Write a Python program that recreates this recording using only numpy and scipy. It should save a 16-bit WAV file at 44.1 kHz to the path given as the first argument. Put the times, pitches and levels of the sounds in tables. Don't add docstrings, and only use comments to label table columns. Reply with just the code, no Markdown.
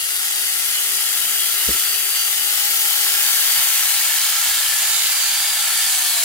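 import sys
import numpy as np
from scipy import signal
from scipy.fft import rfft, irfft, next_fast_len
from scipy.io import wavfile
from scipy.ndimage import uniform_filter1d, map_coordinates

SR = 44100
rng = np.random.default_rng(int(sys.argv[2]) if len(sys.argv) > 2 else 0)


def generate_wav(signal):
    frames = np.transpose(np.atleast_2d(signal))
    scaled = np.clip(frames, -1, 1) * 32767
    pcm = np.round(scaled).astype(np.int16)
    wavfile.write(sys.argv[1], SR, pcm)


N = 275184

FAN_BLADES, COMMUTATOR_BARS, PINION_TEETH, CROWN_TEETH, SPROCKET_TEETH, LINKS = 12, 24, 13, 37, 6, 45
TURN_S, TURN_WIDTH_S = 2.6, 0.63
CUT_S, BITE_S = 5.53, 0.39

# f/Hz, level/dB
YARD_SPECTRUM = [(10, -30), (25, -1), (45, -8), (68, -0.5), (100, -3), (155, -23), (200, -5.5), (300, -7.5),
                 (450, 2), (600, -7), (900, -29), (1500, -120)]
# t/s, level/dB, width/s, f/Hz
SWELLS = [(1.26, -56, 0.15, 243), (2.5, -62, 0.37, 65), (3.58, -55, .025, 180), (3.62, -53.5, 0.066, 68.5),
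          (4.52, -52, 0.054, 60), (4.66, -52, 0.075, 44.9), (5.23, -61, 0.035, 230),
          (5.95, -64, 0.097, 230.4)]
# t/s, f/Hz
SHAFT_SPEED = [(0, 395.4), (.8, 395.5), (.92, 394.1), (1.3, 394.6), (2.0, 393.1), (3.15, 392.7),
               (3.3, 390.8), (3.75, 390.4), (4.05, 388.4), (4.55, 388.6), (5.15, 386.8), (5.68, 388.7),
               (5.8, 384), (5.88, 377), (6.0, 355), (6.1, 339), (6.24, 320)]
# t/s, lead at the left mic/ms
LEFT_LEAD = [(0, 0.2), (.6, 0.13), (1.8, 0.082), (2.8, 0.15), (4, 0.052), (4.6, 0.02), (5, -0.074),
             (5.4, -0.023), (6.24, 0.02)]
# t/s, lowered/0-1
LOWERING = [(0, 0.07), (2.2, 0), (2.8, 0.27), (3.3, 0.43), (4, 0.7), (4.5, 0.7), (6.24, 1)]
# t/s, level/dB
NEARNESS = [(0, -3), (.25, -1.5), (.9, -0.8), (1.5, -0.5), (1.8, 0.3), (2.05, -1.3), (2.8, 0.77),
            (3.6, 2.25), (4.4, 1.1), (5.1, 1.5), (6.24, -0.5)]
# f/Hz, left minus right/dB
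TILT_HIGH = [(150, -1), (400, -0.5), (1000, -1), (2000, -0.5), (4000, -0.5), (7000, -3.5), (8500, 1),
             (9500, 4), (10500, 9), (12000, 15), (15000, 15)]
TILT_LOW = [(150, 2), (400, 3.5), (1000, 2.5), (2000, 2.5), (4000, -1), (5500, 0), (7100, -8.5),
            (8500, 1.5), (9500, 3), (10500, 9), (12000, 9), (15000, 11)]
# f/Hz, share of power/0-1
DIRECT_SHARE = [(300, 1), (800, 0.6), (1600, 0.7), (3500, 0.49), (7000, 0.084), (14000, 0.098)]
LAYER_MIX = {"rattle": (-30, -30, 0.5, 0), "rush": (-23.5, -22.5, 0.5, 0.9),
             "sizzle": (-19.5, -19.5, -0.5, 3)}
DRAG_CYCLES = [(1, 0.04), (2, 0.048), (3, 0.045), (4, .035), (5.5, 0.04), (7.5, 0.075), (9, 0.03),
               (45, 0.03)]
# f/Hz, width/Hz, level/dB
BAR_MODES_HIGH = [(796, 70, -22), (1355, 210, 1.5), (1650, 38, -2), (1896, 110, 7.5), (2060, 55, 8.5),
                  (2320, 82, -1), (2680, 150, 2), (3360, 230, 6.5)]
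BAR_MODES_LOW = [(930, 210, -3.5), (1386, 94, -6.5), (1590, 41, -4.5), (1744, 60, 3), (2217, 54, 2),
                 (3120, 370, -6.5)]
# f/Hz, level/dB
SCRAPE_SPECTRUM = [(150, -28), (250, -16.5), (400, -18), (580, -9), (750, 0), (1000, -9), (1300, -0.5),
                   (2000, 2.5), (2700, 2.5), (3500, -9), (6000, -120)]
# rate/cycles per chain loop, relative level/dB
CHAIN_TONES = [(41, -29), (43, -27), (48, -25), (50, -29), (55, -29), (60, -23.5), (67, -24), (72, -23),
               (73, -16.5), (74.5, -21), (75, -21), (77, -23), (85.5, -21), (88, -16.5), (90, -14.5),
               (96, -19), (112, -12.5), (113, -19)]
# f/Hz, level/dB
RUSH_HIGH = [(1400, -32), (2450, -10), (2900, 2.5), (3400, -2), (4100, -1), (4800, -1.5), (5600, -2.5),
             (6500, -0.5), (7600, -3.5), (8500, -8.5), (11000, -42), (18000, -120)]
RUSH_LOW = [(1400, -38), (2450, -6), (3100, -1), (3600, -0.5), (4500, 1), (5600, -3.5), (6500, -1),
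            (7300, 0), (8500, -4.5), (11000, -29), (18000, -120)]
# f/Hz, level/dB
SIZZLE_HIGH = [(4590, -32), (7800, -2.5), (8720, 0), (9150, -0.5), (10600, 2.5), (11500, 0), (13300, 1),
               (14600, 0.5), (15400, -2.5), (16000, -9)]
SIZZLE_LOW = [(4590, -30), (7800, -3.5), (8880, -1.5), (9630, -0.5), (12600, -1), (13900, 0), (14900, -1.5),
              (15500, -1), (16000, -2)]
# t/s, level/dB
GLINT = [(0, -3.5), (1, -1.5), (1.7, 0), (3.3, 0.7), (4.6, -1.5), (5.2, -2.5), (6.24, -4.5)]
# t/s, left level/dB, right level/dB
FAN_LEVEL = [(0, -42, -44), (.2, -34, -39), (.35, -35.5, -41), (.48, -33.5, -40), (.88, -37, -42),
             (1.0, -32, -43), (1.3, -35, -42), (1.65, -35, -37), (2.22, -30, -30.5), (2.36, -39, -40),
             (2.6, -36.5, -42), (2.9, -35, -38), (3.1, -40, -40), (3.28, -36.5, -29.5), (3.55, -33.5, -34),
             (4.1, -46, -47), (4.4, -38, -39), (5.0, -40, -42), (5.22, -33.5, -27), (5.55, -30.5, -32.5),
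             (5.78, -31, -29.5), (5.95, -38, -36), (6.24, -38, -33)]
# t/s, level/dB
COMMUTATOR_LEVEL = [(0, -40), (.8, -40), (.93, -33.5), (1.15, -39), (1.4, -33.5), (1.65, -42), (2.0, -35.5),
                    (2.3, -33.5), (2.5, -42), (2.95, -38), (3.3, -42), (3.48, -32.5), (3.9, -34),
                    (4.1, -46), (4.45, -46), (4.6, -36), (4.92, -31.5), (5.15, -42), (5.8, -34),
                    (6.24, -50)]
# t/s, level/dB
GEAR_LEVEL = [(0, -48), (.65, -43), (1.1, -49), (2.4, -49), (2.6, -38.5), (3.15, -36), (3.4, -46),
              (4.1, -45), (4.25, -39), (4.55, -43), (5.8, -44), (5.97, -35), (6.24, -33.5)]
# t/s, level/dB
HUM_LEVEL = [(0, -57), (1.0, -53.5), (1.8, -52), (2.6, -55), (3.1, -51), (3.4, -54), (3.7, -58), (4.1, -62),
             (5.7, -65), (5.92, -58), (6.24, -67)]
# t/s, level/dB
LINK_LEVEL = [(0, -57), (2.2, -55), (2.65, -46), (3.15, -45), (3.5, -50), (4.8, -48), (5.6, -44.5),
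              (5.95, -41.5), (6.24, -43)]
# t/s, level/dB, width/s, f/Hz
RUBS = [(.16, -40, 0.087, 1410), (.6, -33, .45, 10200), (.7, -42, .3, 2040), (1.76, -35, 0.035, 3170),
        (1.8, -39, 0.15, 1350), (2.2, -30.5, 0.076, 2890), (2.68, -33, 0.02, 2050), (3.3, -35.5, 0.2, 1640),
        (3.7, -40, .3, 2060), (3.7, -45, .15, 3500), (4.17, -38, .08, 3130), (4.38, -37, 0.2, 1345),
        (4.55, -35.5, 0.44, 1695), (4.67, -34, 0.065, 3220), (4.93, -29, 0.14, 7200),
        (5.31, -30, 0.039, 3310), (5.6, -30, .03, 3520), (5.7, -38, 0.19, 1370), (5.8, -40, 0.25, 1820),
        (5.83, -31, .025, 3180)]
# t/s, thud level/dB, relative knock level/dB
LOG_HITS = [(1.671, -31, -38), (1.6857, -27, -14.5), (1.6902, -29, -9.5), (1.705, -44, -34),
            (1.746, -39, -27)]
# f/Hz, relative level/dB, t60/s
WOOD_MODES = [(206, 3.5, 0.044), (260, 5.5, 0.043), (318, 5, 0.092), (398, 7, 0.047), (444, 2.5, 0.053),
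              (500, 0.5, 0.055)]


def amp(db):
    return 10 ** (np.asarray(db) / 20)


def unit(x):
    return x / np.sqrt(np.mean(x ** 2) + 1e-20)


def along(points, hz):
    f, values = np.transpose(points)
    return np.interp(np.log(hz + 1), np.log(f + 1), values)


def curves(rows):
    times, *columns = np.transpose(rows)
    return [np.interp(np.arange(N) / SR, times, column) for column in columns]


def bell(at_s, width_s):
    return np.exp(-((np.arange(N) / SR - at_s) / width_s) ** 2)


def wobble(rate):
    at = np.arange(0, N + 64, 64)
    knots = rng.standard_normal(int(N * rate / SR) + 4)
    return np.interp(np.arange(N), at, map_coordinates(knots, [at * rate / SR]))


def filtered(x, response):
    size = next_fast_len(N + 8192, True)
    gain = response(np.fft.rfftfreq(size, 1 / SR)).astype(np.complex64)
    return irfft(rfft(x.astype(np.float32), size) * gain, size)[..., :N]


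def coloured(x, spectrum):
    return unit(filtered(x, lambda hz: amp(along(spectrum, hz))))


def ringing(x, modes):
    def power(f):
        return sum((amp(db) * f * width) ** 2 / ((hz * hz - f * f) ** 2 + (f * width) ** 2)
                   for hz, width, db in modes)
    return unit(filtered(x, lambda f: np.sqrt(power(f))))


def blend(high, low, lowered):
    return unit((1 - lowered) * high + lowered * low)


def arrive(x):
    half_lead = curves(LEFT_LEAD)[0] * SR / 1000 / 2
    return np.array([map_coordinates(x, [np.arange(N) + side * half_lead], mode='nearest')
                     for side in (1, -1)])


def at_mics(paths):
    straight = arrive(filtered(paths[0], lambda hz: np.sqrt(along(DIRECT_SHARE, hz))))
    return straight + filtered(paths[1:], lambda hz: np.sqrt(1 - along(DIRECT_SHARE, hz)))


def echoes(x, depth_db):
    spectra = signal.stft(x, nperseg=1024)[2]
    ripple = uniform_filter1d(rng.standard_normal(spectra.shape), size=3, axis=1)
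    ripple = unit(uniform_filter1d(ripple, size=9, axis=2))
    return unit(signal.istft(spectra * amp(depth_db * ripple), nperseg=1024)[1][:, :N])


def yard(width_db):
    air = lambda: rng.standard_normal(N) + amp(width_db) * rng.standard_normal((2, N))
    hump = lambda hz: [(hz / 4, -30), (hz * 0.7, -3), (hz, 0), (hz * 1.5, -14), (hz * 8, -90)]
    swells = sum(amp(db) * bell(s, width) * coloured(air(), hump(hz)) for s, db, width, hz in SWELLS)
    return amp(-59.5 + 2.9 * wobble(3.53)) * coloured(air(), YARD_SPECTRUM) + swells


def saw():
    turns = np.cumsum(curves(SHAFT_SPEED)[0]) / SR
    loops = turns * PINION_TEETH / CROWN_TEETH * SPROCKET_TEETH / LINKS
    lowered = curves(LOWERING)[0]
    noise = (layer_gain("rattle", lowered) * chain_rattle(loops, lowered, repeat=0.42, ring=0.67)
             + layer_gain("rush", lowered) * vent_rush(loops, lowered)
             + layer_gain("sizzle", lowered) * groove_sizzle(loops, lowered))
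    noise *= amp(curves(NEARNESS)[0]) * drag(loops, depth=0.65)
    sound = noise + bar_rubs(loops) + drive_whine(turns, loops)
    sides = np.array([[1], [-1]])
    facing = lambda tilt: filtered(sound, lambda hz: np.sqrt(2 / (1 + amp(-2 * sides * along(tilt, hz)))))
    tilted = (1 - lowered) * facing(TILT_HIGH) + lowered * facing(TILT_LOW)
    pan_db = -1 + 10.5 * curves(LEFT_LEAD)[0]
    return tilted * amp(sides * pan_db / 2)


def load():
    return np.clip((np.arange(N) / SR - CUT_S) / BITE_S, 0, 1)


def layer_gain(name, lowered):
    high_db, low_db, turn_db, load_db = LAYER_MIX[name]
    held_db = high_db + (low_db - high_db) * lowered
    return amp(held_db + turn_db * bell(TURN_S, TURN_WIDTH_S) + load_db * load())


def drag(loops, depth):
    tension = sum(share * np.cos(2 * np.pi * (rate * loops + rng.random()))
                  for rate, share in DRAG_CYCLES)
    return np.exp(depth * tension)


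def link_hits(loops, scatter_db, fade):
    link = loops * LINKS
    strengths = amp(scatter_db * rng.standard_normal(4096))
    return unit(strengths[link.astype(int) % len(strengths)] * np.exp(-fade * (link % 1)))


def link_noise(loops, scatter_db, fade):
    return at_mics(link_hits(loops, scatter_db, fade) * rng.standard_normal((3, N)))


def tone(cycles, flutter_db, blur_rad):
    flutter = amp(flutter_db * wobble(14))
    return unit(flutter * np.sin(2 * np.pi * (cycles + rng.random()) + blur_rad * wobble(60)))


def chain_rattle(loops, lowered, repeat, ring):
    pattern = np.array([np.interp(loops / 2 % 1 * len(grain), np.arange(len(grain)), grain)
                        for grain in rng.standard_normal((3, 4800))])
    strikes = link_hits(loops, scatter_db=1.7, fade=0.55)
    grit = np.sqrt(repeat) * pattern + np.sqrt(1 - repeat) * rng.standard_normal((3, N))
    blows = at_mics(strikes * grit)
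    bar = blend(ringing(blows, BAR_MODES_HIGH), ringing(blows, BAR_MODES_LOW), lowered)
    bar = coloured(bar, [(100, -70), (500, -10), (800, -3.5), (3200, 2.0), (4500, -15), (9000, -48)])
    scrape = coloured(at_mics(strikes * rng.standard_normal((3, N))), SCRAPE_SPECTRUM)
    tones = sum(amp(db) * tone(rate * loops, flutter_db=3.5, blur_rad=0.46) for rate, db in CHAIN_TONES)
    clatter = np.sqrt(ring) * bar + np.sqrt(1 - ring) * scrape
    return echoes(clatter, depth_db=1.5) + amp(-3.5) * arrive(tones)


def vent_rush(loops, lowered):
    air = link_noise(loops, scatter_db=1, fade=0.26)
    return echoes(blend(coloured(air, RUSH_HIGH), coloured(air, RUSH_LOW), lowered), depth_db=3.0)


def groove_sizzle(loops, lowered):
    bursts = link_noise(loops, scatter_db=1.23, fade=0.36)
    hiss = blend(coloured(bursts, SIZZLE_HIGH), coloured(bursts, SIZZLE_LOW), lowered)
    top = filtered(hiss, lambda hz: np.interp(hz, [10500, 13000], [0, 1]))
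    return unit(hiss + (amp(curves(GLINT)[0]) - 1) * top)


def stereo_whine(cycles, left_lead_rad=0.69, sway_db=1.8, sway_rad=0.5):
    blur_rad = 0.28 + 0.22 * load()
    phase = 2 * np.pi * (cycles + rng.random()) + blur_rad * wobble(200)
    return np.array([unit(amp(sway_db * wobble(12)) * np.sin(phase + lead + sway_rad * wobble(6)))
                     for lead in (left_lead_rad, 0)])


def drive_whine(turns, loops):
    fan = amp(curves(FAN_LEVEL)) * stereo_whine(FAN_BLADES * turns)
    commutator = amp(curves(COMMUTATOR_LEVEL)[0]) * stereo_whine(COMMUTATOR_BARS * turns)
    gear = amp(curves(GEAR_LEVEL)[0]) * stereo_whine(PINION_TEETH * turns)
    hum = amp(curves(HUM_LEVEL)[0]) * tone(turns, flutter_db=1.5, blur_rad=0.04)
    links = amp(curves(LINK_LEVEL)[0]) * tone(LINKS * loops, flutter_db=2.6, blur_rad=0.084)
    return fan + commutator + gear + arrive(hum + links)


def bar_rubs(loops, q=9.8):
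    grit = link_noise(loops, scatter_db=1.0, fade=1) * drag(loops, depth=1.2)
    rasp = lambda hz: unit(signal.sosfilt([np.concatenate(signal.iirpeak(hz, q, SR))] * 2, grit))
    return sum(amp(db) * bell(s, width) * rasp(hz) for s, db, width, hz in RUBS)


def log_drop(ground_hz, ground_t60):
    out, t = np.zeros(N + SR), np.arange(SR // 2) / SR
    ring = lambda hz, t60: np.sin(2 * np.pi * hz * t) * amp(-60 * t / t60)
    attack = 1 - np.exp(-t / 0.0026)
    for s, thud_db, knock_db in LOG_HITS:
        wood = sum(amp(db + rng.normal(0, 1.6)) * ring(hz, t60) for hz, db, t60 in WOOD_MODES)
        thud = amp(thud_db) * ring(ground_hz, ground_t60)
        out[round(s * SR):][:len(t)] += (thud + amp(knock_db - 14) * wood) * attack
    return out[:N]


def scene():
    return yard(width_db=-1) + saw() + log_drop(ground_hz=62, ground_t60=0.16)


def record(dry):
    return filtered(dry, lambda hz: hz < 15800)


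dry = scene()
out = record(dry)
generate_wav(out)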